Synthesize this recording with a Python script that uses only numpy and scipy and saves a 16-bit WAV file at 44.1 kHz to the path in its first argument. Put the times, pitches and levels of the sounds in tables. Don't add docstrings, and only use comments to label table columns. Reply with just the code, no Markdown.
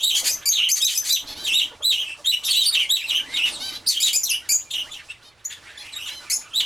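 import sys
import numpy as np
from scipy import signal
from scipy.fft import rfft, irfft
from scipy.io import wavfile
from scipy.ndimage import uniform_filter1d, map_coordinates

SR = 44100
rng = np.random.default_rng(int(sys.argv[2]) if len(sys.argv) > 2 else 0)


def file_out(sig):
    cols = np.atleast_2d(sig).T
    lim = np.clip(cols, -1, 1)
    pcm = np.round(lim * 32767).astype(np.int16)
    wavfile.write(sys.argv[1], SR, pcm)


N = 293265
TIME = np.arange(N) / SR


def from_db(db):
    return 10 ** (np.asarray(db) / 20)


def unit_power(x):
    return x / np.sqrt(np.mean(x ** 2) + 1e-20)


def at_hz(colour, hz):
    f, db = np.transpose(colour)
    return np.interp(np.log(np.maximum(hz, 1)), np.log(f), db)


def noise(colour):
    gain = from_db(at_hz(colour, np.fft.rfftfreq(N, 1 / SR)))
    return unit_power(irfft(rfft(rng.standard_normal(N)) * gain, N))


def drift(rate, t):
    return map_coordinates(rng.standard_normal(8192), [(t - t[0]) * rate], order=2, mode="wrap")


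def gate(t, start, end, rise, fall):
    ramp = np.minimum((t - start) / rise + 1, (end - t) / fall + 1)
    return np.sin(np.pi / 2 * np.clip(ramp, 0, 1)) ** 2


def around(start, end):
    return TIME[max(0, int((start - .02) * SR)):int((end + .02) * SR)]


def add(track, t, sound):
    first = round(t[0] * SR)
    track[first:first + len(t)] += sound


def voice_box(t, hz, rough, throat, buzz_hz, swing, flutter, waver, count, bright_db=0):
    buzz = np.sin(2 * np.pi * np.cumsum(buzz_hz * (1 + 0.3265 * drift(250, t))) / SR)
    shake = rough * (1.61 * buzz + 0.725 * drift(1100, t))
    phase = 2 * np.pi * np.cumsum(hz * (1 + swing * shake + waver * drift(171.65, t))) / SR
    k = np.arange(1, count + 1)[:, None]
    gains = from_db(at_hz(throat, k * hz) + bright_db * (k > 1)) * (k * hz < .45 * SR)
    gains /= np.sqrt(np.sum(gains ** 2, axis=0) / 2)
    tone = np.sum(gains * np.sin(k * phase + rng.uniform(0, 2 * np.pi, (count, 1))), axis=0)
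    return tone * unit_power(np.exp(flutter * shake))


# f/Hz, level/dB
CHIRP_THROAT = [(4000, 3), (5500, -9), (7700, -9), (9500, -19.5), (11700, -13), (13500, -31), (16000, -24),
                (19000, -65)]
# t/s, rise/s, fall/s, tail/s, top f/Hz, low f/Hz,
# top level/dB, fall level/dB, tail level/dB, hoarseness/0-1, overtone boost/dB
CHIRPS = [ (0.0, 0.08, 0.046, 0.057, 3878, 2960, -20.5, -19, -20, 0.4, 3),
          (0.514, 0.025, 0.081, 0.06, 3890, 2777, -24, -21, -18, 0.84, -7),
          (0.808, 0.05, 0.059, 0.019, 3932, 2903, -15.5, -15.5, -28, 0.04, -2.5),
          (1.095, 0.031, 0.074, 0.0045, 4037, 3000, -20, -24, -34, 0, -2),
          (1.438, 0.0074, 0.065, 0.068, 3820, 2604, -32.5, -23.5, -24.5, 0.4, 5),
          (1.525, 0.051, 0.047, 0.019, 3830, 2840, -19, -20, -21, 0.09, -1),
          (1.828, 0.048, 0.093, 0.08, 4045, 2780, -21, -21, -25.5, 0.05, 0.5),
          (2.25, 0.053, 0.031, 0.0117, 3912, 2740, -18, -28, -12, 0.18, 0.5),
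          (2.435, 0.022, 0.051, 0.026, 3750, 3034, -29, -28.5, -23, 0.66, 4),
          (2.491, 0.017, 0.046, 0.13, 4390, 2843, -25, -21.5, -25.5, 0.46, 6),
          (2.535, 0.059, 0.059, 0.018, 3992, 3397, -20.5, -22.5, -23, 0.35, -0.5),
          (2.657, 0.015, 0.044, 0.0029, 4640, 4350, -16, -23, -60, 0.12, 5),
          (2.725, 0.006, 0.046, 0.059, 3825, 2766, -26.5, -17, -18, 0, -1.5),
          (2.897, 0.042, 0.074, 0.066, 3914, 2427, -12.5, -20, -31.5, 0.06, 0.5),
          (3.064, 0.0088, 0.055, 0.081, 4150, 2784, -42.5, -24.5, -21, 0.45, 0.5),
          (3.337, 0.0087, 0.06, 0.079, 3763, 2603, -30.5, -23, -23.5, 0.15, -1),
          (3.868, 0.016, 0.084, 0.019, 4670, 2928, -13, -22, -18.5, 0.48, 1.5),
          (4.017, 0.033, 0.06, 0.0097, 3943, 2920, -19.5, -21.5, -28.5, 0.28, -2),
          (4.253, 0.0067, 0.058, 0.058, 4070, 2684, -28.5, -33.5, -25, 0.24, 2.5),
          (4.706, 0.0131, 0.056, 0.05, 3627, 2785, -31, -26.5, -25, 0.59, 2.5),
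          (4.91, 0.011, 0.081, 0.0029, 3504, 2640, -33.5, -41, -44, 0.4, 3.5),
          (5.951, 0.026, 0.011, 0.11, 3840, 2700, -33.5, -46, -35, 0.07, 6.5),
          (6.057, 0.0077, 0.049, 0.037, 3606, 2810, -40, -32, -45, 0.54, 6.5),
          (6.539, 0.043, 0.051, 0.039, 3905, 2860, -23, -20.5, -31, 0.12, -1.5)]


def chirps(crack_hz=3330, trill_hz=160.1):
    out = np.zeros(N)
    for s, rise, fall, tail, top, low, top_db, fall_db, tail_db, hoarse, edge_db in CHIRPS:
        peak, trough, end = s + rise, s + rise + fall, s + rise + fall + tail
        t = around(s, end)
        up = np.clip((t - s) / rise, 0, 1)
        down = np.clip((t - peak) / fall, 0, 1)
        linger = np.clip((t - trough) / tail, 0, 1)
        scoop = 0.21 * np.tanh(rise / 0.026) ** 2
        arch = top * (1 - scoop * (1 - up) ** 2.6) + (low - top) * np.sin(np.pi / 2 * down) ** 2
        pitch = arch + low * (0.098 * np.sin(np.pi * linger) ** 2 + 0.0324 * linger)
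        level = np.interp(t, [s, s + 0.45 * rise, peak, peak + fall / 2, trough, trough + tail / 2, end],
                          [top_db - 11, top_db, top_db, fall_db, tail_db - 4, tail_db, tail_db - 11])
        rough = np.interp(t, [s, peak, peak + fall / 2, trough], [hoarse, 0.24 * hoarse, 0.2, 0.18])
        crack = np.sin(np.pi * down) * np.exp(-((pitch - crack_hz) / 150) ** 2)
        bright_db = edge_db + 0.033 * (level + 4.5) + 5 * (.5 - down) + 11 * np.log2(pitch / 3700)
        trill = down ** 2 * np.sin(2 * np.pi * trill_hz * t + drift(trill_hz / 2, t))
        voice = voice_box(t, pitch * (1 + 0.03 * trill), 0.6 * rough + 0.34 * crack, CHIRP_THROAT,
                          buzz_hz=525.4, swing=0.26, flutter=0.021, waver=0.01507, count=5,
                          bright_db=bright_db)
        gain = from_db(level + 1.5 * trill + 12 * rough * drift(124.7, t))
        add(out, t, voice * gain * gate(t, s, end, 0.009, 0.0047))
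    return out


# f/Hz, level/dB
AIR = [(25, -6.5), (90, 7), (190, -8), (1500, -7), (3800, -11), (10000, -37), (18000, -40)]


def air(level_db=-56):
    sides = np.array([[1], [-1]])
    return from_db(level_db) * (noise(AIR) * from_db(-1.2 * sides) + 0.17 * noise(AIR) * sides)


# f/Hz, level/dB
WARBLE_THROAT = [(250, -24.5), (1800, -1.5), (3200, -7.5), (5000, -25), (9000, -19), (15000, -62)]


def warble(t, hz, rough):
    return voice_box(t, hz, rough, WARBLE_THROAT,
                     buzz_hz=331.4, swing=0.203, flutter=0.6, waver=0.0143, count=4)


# f/Hz, level/dB
MURMUR = [(250, -14.5), (1000, -9.5), (2000, -24.5), (5000, -13), (10000, -21.5), (15000, -41)]
# t/s, level/dB
FLOCK_LEVELS = [(0, -51), (1.75, -56.5), (3.55, -47), (3.85, -56), (4.9, -53), (5.35, -66), (5.5, -60.5),
                (6.1, -50.5), (6.4, -53.5)]


def far_flock(notes=170):
    song = np.zeros(N)
    for when, length, pitch, loud, rough in rng.random((notes, 5)):
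        s = when * TIME[-1]
        t = around(s, s + 0.06 * length)
        hz = 1100 * 2.6 ** pitch * np.exp(0.13 * drift(45.98, t))
        add(song, t, warble(t, hz, 0.706 * rough) * np.hanning(len(t)) * from_db(5 * loud))
    blur = unit_power(noise(MURMUR) * from_db(5 * np.tanh(drift(28, TIME))))
    swell = from_db(np.interp(TIME, *np.transpose(FLOCK_LEVELS)))
    return (from_db(-4.5) * blur + from_db(-3.5) * unit_power(song)) * swell


# f/Hz, level/dB
WHISTLE_THROAT = [(5000, 10), (7000, -10.5), (10300, 11.5), (12400, -13.5), (14000, -35.5)]


def whistle(track, s, length, first, last, db, rough, leap=0, settle_s=0.011):
    t = around(s, s + length)
    pitch = last + (first - last) * np.exp(-np.maximum(t - s, 0) / settle_s)
    pitch *= 1 - leap * np.clip((s - t) / 0.0022 + .5, 0, 1)
    voice = voice_box(t, pitch, rough, WHISTLE_THROAT,
                      buzz_hz=400.3, swing=0.11, flutter=0.21, waver=0.0111, count=2)
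    add(track, t, voice * from_db(db) * gate(t, s + 0.00033, s + length - .004, 0.003, 0.0091))


# t/s, length/s, first f/Hz, last f/Hz, level/dB, roughness/0-1
PIPS = [(0.15, 0.039, 5100, 6870, -30, 0.4), (2.449, 0.034, 5770, 5200, -29, 0.42),
        (2.634, 0.018, 4900, 5900, -31, 0), (3.886, 0.015, 5780, 6500, -14.5, 0.6),
        (4.234, 0.013, 6160, 5530, -20, 0.48), (4.295, 0.026, 6500, 4700, -23, 0.21),
        (5.779, 0.019, 5550, 4670, -49, 0.02), (6.33, 0.014, 5420, 5110, -21.5, 0.08)]


def pips():
    out = np.zeros(N)
    for pip in PIPS:
        whistle(out, *pip)
    return out


# f/Hz, level/dB
RASP_SHRILL = [(1000, -18), (2200, -10), (4000, 1), (6500, 4), (12000, -6.5), (14500, -12.5), (19000, -46)]
RASP_THROATY = [(700, -30), (2000, -5.5), (3600, 1.5), (12000, -84)]
# t/s, length/s, shrill level/dB, throaty level/dB
RASPS = [(0.163, 0.037, -29.5, -58), (0.253, 0.028, -27, -37), (0.766, 0.016, -23.5, -40.5),
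         (0.888, 0.043, -28, -40.5), (1.055, 0.04, -31, -45), (3.467, 0.024, -39, -34),
         (3.905, 0.021, -23.5, -51), (4.066, 0.018, -28, -42), (5.108, 0.006, -57, -48.5),
         (5.517, 0.01, -46.5, -41.5)]


def rasps(squeal_hz=2200):
    out, hiss, throaty = np.zeros(N), noise(RASP_SHRILL), noise(RASP_THROATY)
    for s, length, shrill_db, throaty_db in RASPS:
        t = around(s, s + length)
        squeal = voice_box(t, squeal_hz * np.exp(0.1 * drift(330, t)), 0.17, RASP_SHRILL,
                           buzz_hz=668, swing=0.065, flutter=0.2, waver=0.018, count=7)
        shrill = from_db(-3.5) * squeal + from_db(-8) * np.interp(t, TIME, hiss)
        rasp = from_db(shrill_db) * shrill + from_db(throaty_db) * np.interp(t, TIME, throaty)
        add(out, t, rasp * from_db(2 * drift(164, t)) * gate(t, s + 0.01, s + length, 0.037, 0.018))
    return out


# f/Hz, level/dB
WING_RUSH = [(50, 3), (250, 0), (800, 0), (2500, -8.5), (15000, -36)]
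# t/s, length/s, rush level/dB, whirr level/dB
FLIGHTS = [(0.203, 0.032, -53.5, -82), (1.223, 0.33, -54.5, -61.5), (3.168, 0.73, -59, -62),
           (4.735, 0.022, -57.5, -75)]


def wings(beat_hz=19, whirr_hz=275):
    beat = 2 * np.pi * np.cumsum(beat_hz * (1 + 0.178 * drift(3.7, TIME))) / SR
    rush, shiver = noise(WING_RUSH), drift(70, TIME)
    whirr = shiver * np.sin(2 * np.pi * np.cumsum(whirr_hz * np.exp(.13 * drift(70, TIME))) / SR)
    flying = np.zeros(N)
    for s, length, rush_db, whirr_db in FLIGHTS:
        fade = gate(TIME, s + 0.016, s + length - .12, 0.028, 0.52)
        flying += (from_db(rush_db) * rush + from_db(whirr_db) * whirr) * fade
    return unit_power(from_db(3.0 * np.sin(beat))) * flying


# f/Hz, level/dB
SEED_DISH = [(90, -12), (650, 5), (1200, -20), (5000, -64)]


def landing(start_s=0.23, fade_db_per_s=500):
    age = TIME - start_s
    return noise(SEED_DISH) * (age > 0) * from_db(-43.5 - fade_db_per_s * np.abs(age))


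# f/Hz, level/dB
SQUEAK_THROAT = [(2200, -2), (3300, -10.5), (4700, 6), (7000, 4.5), (9300, -0.5), (11800, 0.5),
                 (14000, -14), (18000, -33)]
FLIP_THUMP = [(30, 7), (110, -2), (300, -1.5), (700, -2), (2000, -72)]
# t/s, slide length/s, first f/Hz, bend f/Hz, last f/Hz, slide level/dB,
# whistle length/s, whistle f/Hz, whistle level/dB, whistle roughness/0-1
SQUEAKS = [ (0.272, 0.037, 2310, 2417, 2500, -24, 0.037, 6170, -25.5, 0.27),
           (0.458, 0.033, 2270, 2360, 2326, -22, 0.032, 6410, -13.5, 0.1),
           (0.69, 0.027, 2000, 2340, 2600, -23, 0.025, 6297, -11, 0.19),
           (0.818, 0.031, 2705, 2530, 2484, -21.5, 0.013, 6270, -12.5, 0.17),
           (0.95, 0.026, 2650, 2496, 2550, -25, 0.014, 6097, -16.5, 0),
           (1.094, 0.033, 2390, 2327, 2410, -26.5, 0.024, 6070, -19.5, 0.18),
           (4.003, 0.026, 2200, 2407, 2580, -21, 0.021, 7070, -17, 0),
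           (4.132, 0.031, 2220, 2447, 2517, -21.5, 0.022, 7100, -15, 0.01),
           (4.492, 0.03, 2232, 2344, 2460, -20.5, 0.046, 6830, -19.5, 0.27),
           (5.446, 0.0061, 1900, 2000, 2170, -45, 0.019, 6830, -27, 0.06),
           (6.301, 0.02, 2260, 2034, 2576, -22.5, 0.051, 6690, -26.5, 0.25)]


def squeaks():
    out, thump = np.zeros(N), from_db(-22.5) * noise(FLIP_THUMP)
    for s, slide_s, first, bend, last, db, whistle_s, whistle_hz, whistle_db, rough in SQUEAKS:
        flip = s + slide_s
        t = around(s, flip)
        pitch = np.interp(t, [s, s + 0.33 * slide_s, flip], [first, bend, last])
        breaking = np.exp(-np.abs(t - flip) / 0.0044)
        scratch = 0.4 * np.exp(-np.maximum(t - s, 0) / 0.0038) + 0.076 * breaking
        voice = voice_box(t, pitch, 0.22 + scratch, SQUEAK_THROAT,
                          buzz_hz=442.8, swing=0.076, flutter=0.44, waver=0.0057, count=7)
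        voice += breaking * np.interp(t, TIME, thump)
        add(out, t, voice * from_db(db) * gate(t, s + 0.0014, flip + 0.00037, 0.0057, 0.003))
        whistle(out, flip, whistle_s, 1.0049 * whistle_hz, whistle_hz, whistle_db, rough, leap=0.16)
    return out


# f/Hz, level/dB
FINCH_THROAT = [(450, -3), (1200, -2.5), (2400, -0.5), (3900, 15.5), (5200, 6), (7000, -3.5), (9000, -13.5),
                (11000, 1), (13500, -23)]
# t/s, length/s, f/Hz, level/dB, roughness/0-1
BEEPS = [(1.278, 0.06, 867, -49.5, 0.73), (1.369, 0.1, 786, -49.5, 0.37), (3.299, 0.053, 447, -57.5, 0.3),
         (3.61, 0.097, 782, -43.5, 0.16), (3.731, 0.043, 799, -48, 0.65), (5.233, 0.064, 623, -64.5, 0),
         (5.789, 0.043, 850, -54, 0.2), (6.098, 0.098, 1036, -53, 0.2)]


def finch_beeps():
    out, husk = np.zeros(N), from_db(-5) * noise(FINCH_THROAT)
    for s, length, hz, db, rough in BEEPS:
        t = around(s, s + length)
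        arch = 1 - 0.054 * (2 * (t - s) / length - 1.1) ** 2 + 0.006 * drift(58, t)
        voice = voice_box(t, hz * arch, rough, FINCH_THROAT,
                          buzz_hz=140, swing=.03, flutter=.5, waver=.005, count=32)
        voice += np.sqrt(rough) * np.interp(t, TIME, husk)
        add(out, t, voice * from_db(db) * gate(t, s + 0.015, s + length - .01, 0.046, 0.02))
    return out


# t/s, level/dB
CLUCKS = [(1.715, -55), (1.80, -53.5), (1.909, -56), (1.999, -59.5), (2.187, -57), (2.595, -54.5),
          (2.75, -57)]


def clucks(start_hz=470, glide_per_s=6):
    out = np.zeros(N)
    for s, db in CLUCKS:
        t = around(s, s + 0.0414)
        pitch = start_hz * np.exp(glide_per_s * (t - s) + 0.1445 * drift(199.3, t))
        phase = 2 * np.pi * np.cumsum(pitch) / SR
        voice = np.sin(phase) + 0.86 * np.sin(2 * phase) + 0.22 * np.sin(3 * phase)
        add(out, t, voice * from_db(db + 5.6 * drift(148, t)) * gate(t, s, s + 0.023, 0.0088, 0.011))
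    return out


# t/s, length/s, first f/Hz, last f/Hz, level/dB, roughness/0-1
WARBLES = [(2.06, 0.087, 2566, 2740, -36, 0.23), (2.796, 0.067, 2535, 2130, -31, 0.21),
           (3.28, 0.14, 1980, 2314, -39.5, 0.11), (3.523, 0.06, 4570, 3390, -35.5, 0.22),
           (4.982, 0.038, 2120, 1520, -45, 0.53), (5.095, 0.02, 2580, 2850, -35, 0.07),
           (5.657, 0.044, 1900, 2690, -46.5, 0.34), (5.679, 0.044, 1486, 1753, -45.5, 0.48),
           (5.776, 0.0072, 3410, 3540, -36, 0), (5.835, 0.073, 2017, 2540, -43.5, 0.6),
           (5.929, 0.015, 4070, 3480, -35.5, 0.1)]


def near_warbles():
    out = np.zeros(N)
    for s, length, first, last, db, rough in WARBLES:
        t, middle = around(s, s + length), s + length / 2
        voice = warble(t, np.interp(t, [s, s + length], [first, last]), rough)
        add(out, t, voice * from_db(db) * gate(t, middle, middle, length * 1.27, length * 0.82))
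    return out


def aviary(x, pan_db, echo_db, width, planks_db=3, ring_s=0.21):
    t = TIME[:SR // 2]
    ring = rng.standard_normal((2, len(t))) * from_db(-60 * t / ring_s)
    planks = rng.standard_normal((2, len(t))) * (rng.random(len(t)) < 900 / SR) * np.exp(-t / 0.0028)
    late = t > .003
    echoes = unit_power(ring * late) + from_db(planks_db) * unit_power(planks * late)
    echoes = from_db(echo_db) * unit_power(echoes) / np.sqrt(len(t))
    mid, side = signal.fftconvolve(x[None], echoes, axes=1)[:, :N]
    sides = np.array([[1], [-1]])
    return (x + mid) * from_db(sides * pan_db / 2) + width * side * sides


def scene():
    budgies = aviary(chirps() + near_warbles(), pan_db=-0.4, echo_db=0.1, width=0.2, planks_db=1.0)
    calls = squeaks() + pips() + from_db(5.5) * rasps()
    shrill = aviary(calls, pan_db=1.0, echo_db=-1.0, width=0.23, planks_db=-0.5)
    stirring = clucks() + wings() + landing() + far_flock()
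    bustle = from_db(6.5) * aviary(stirring, pan_db=-2.5, echo_db=-8.0, width=0.33)
    finches = from_db(11.0) * aviary(finch_beeps(), pan_db=-1.0, echo_db=1.5, width=0.14)
    return budgies + shrill + finches + bustle + air()


def record(dry, ceiling_db=-16.0, release_db_per_s=70, cutoff_hz=18300):
    power = uniform_filter1d(np.mean(dry ** 2, axis=0), size=220)
    over_db = np.maximum(10 * np.log10(np.abs(power) + 1e-12) - ceiling_db, 0)
    held_db = np.maximum.accumulate(over_db + release_db_per_s * TIME) - release_db_per_s * TIME
    limited = dry * from_db(-uniform_filter1d(held_db, size=130))
    return signal.sosfilt(signal.ellip(10, .2, 80, cutoff_hz, fs=SR, output="sos"), limited)


dry = scene()
out = record(dry)
file_out(out)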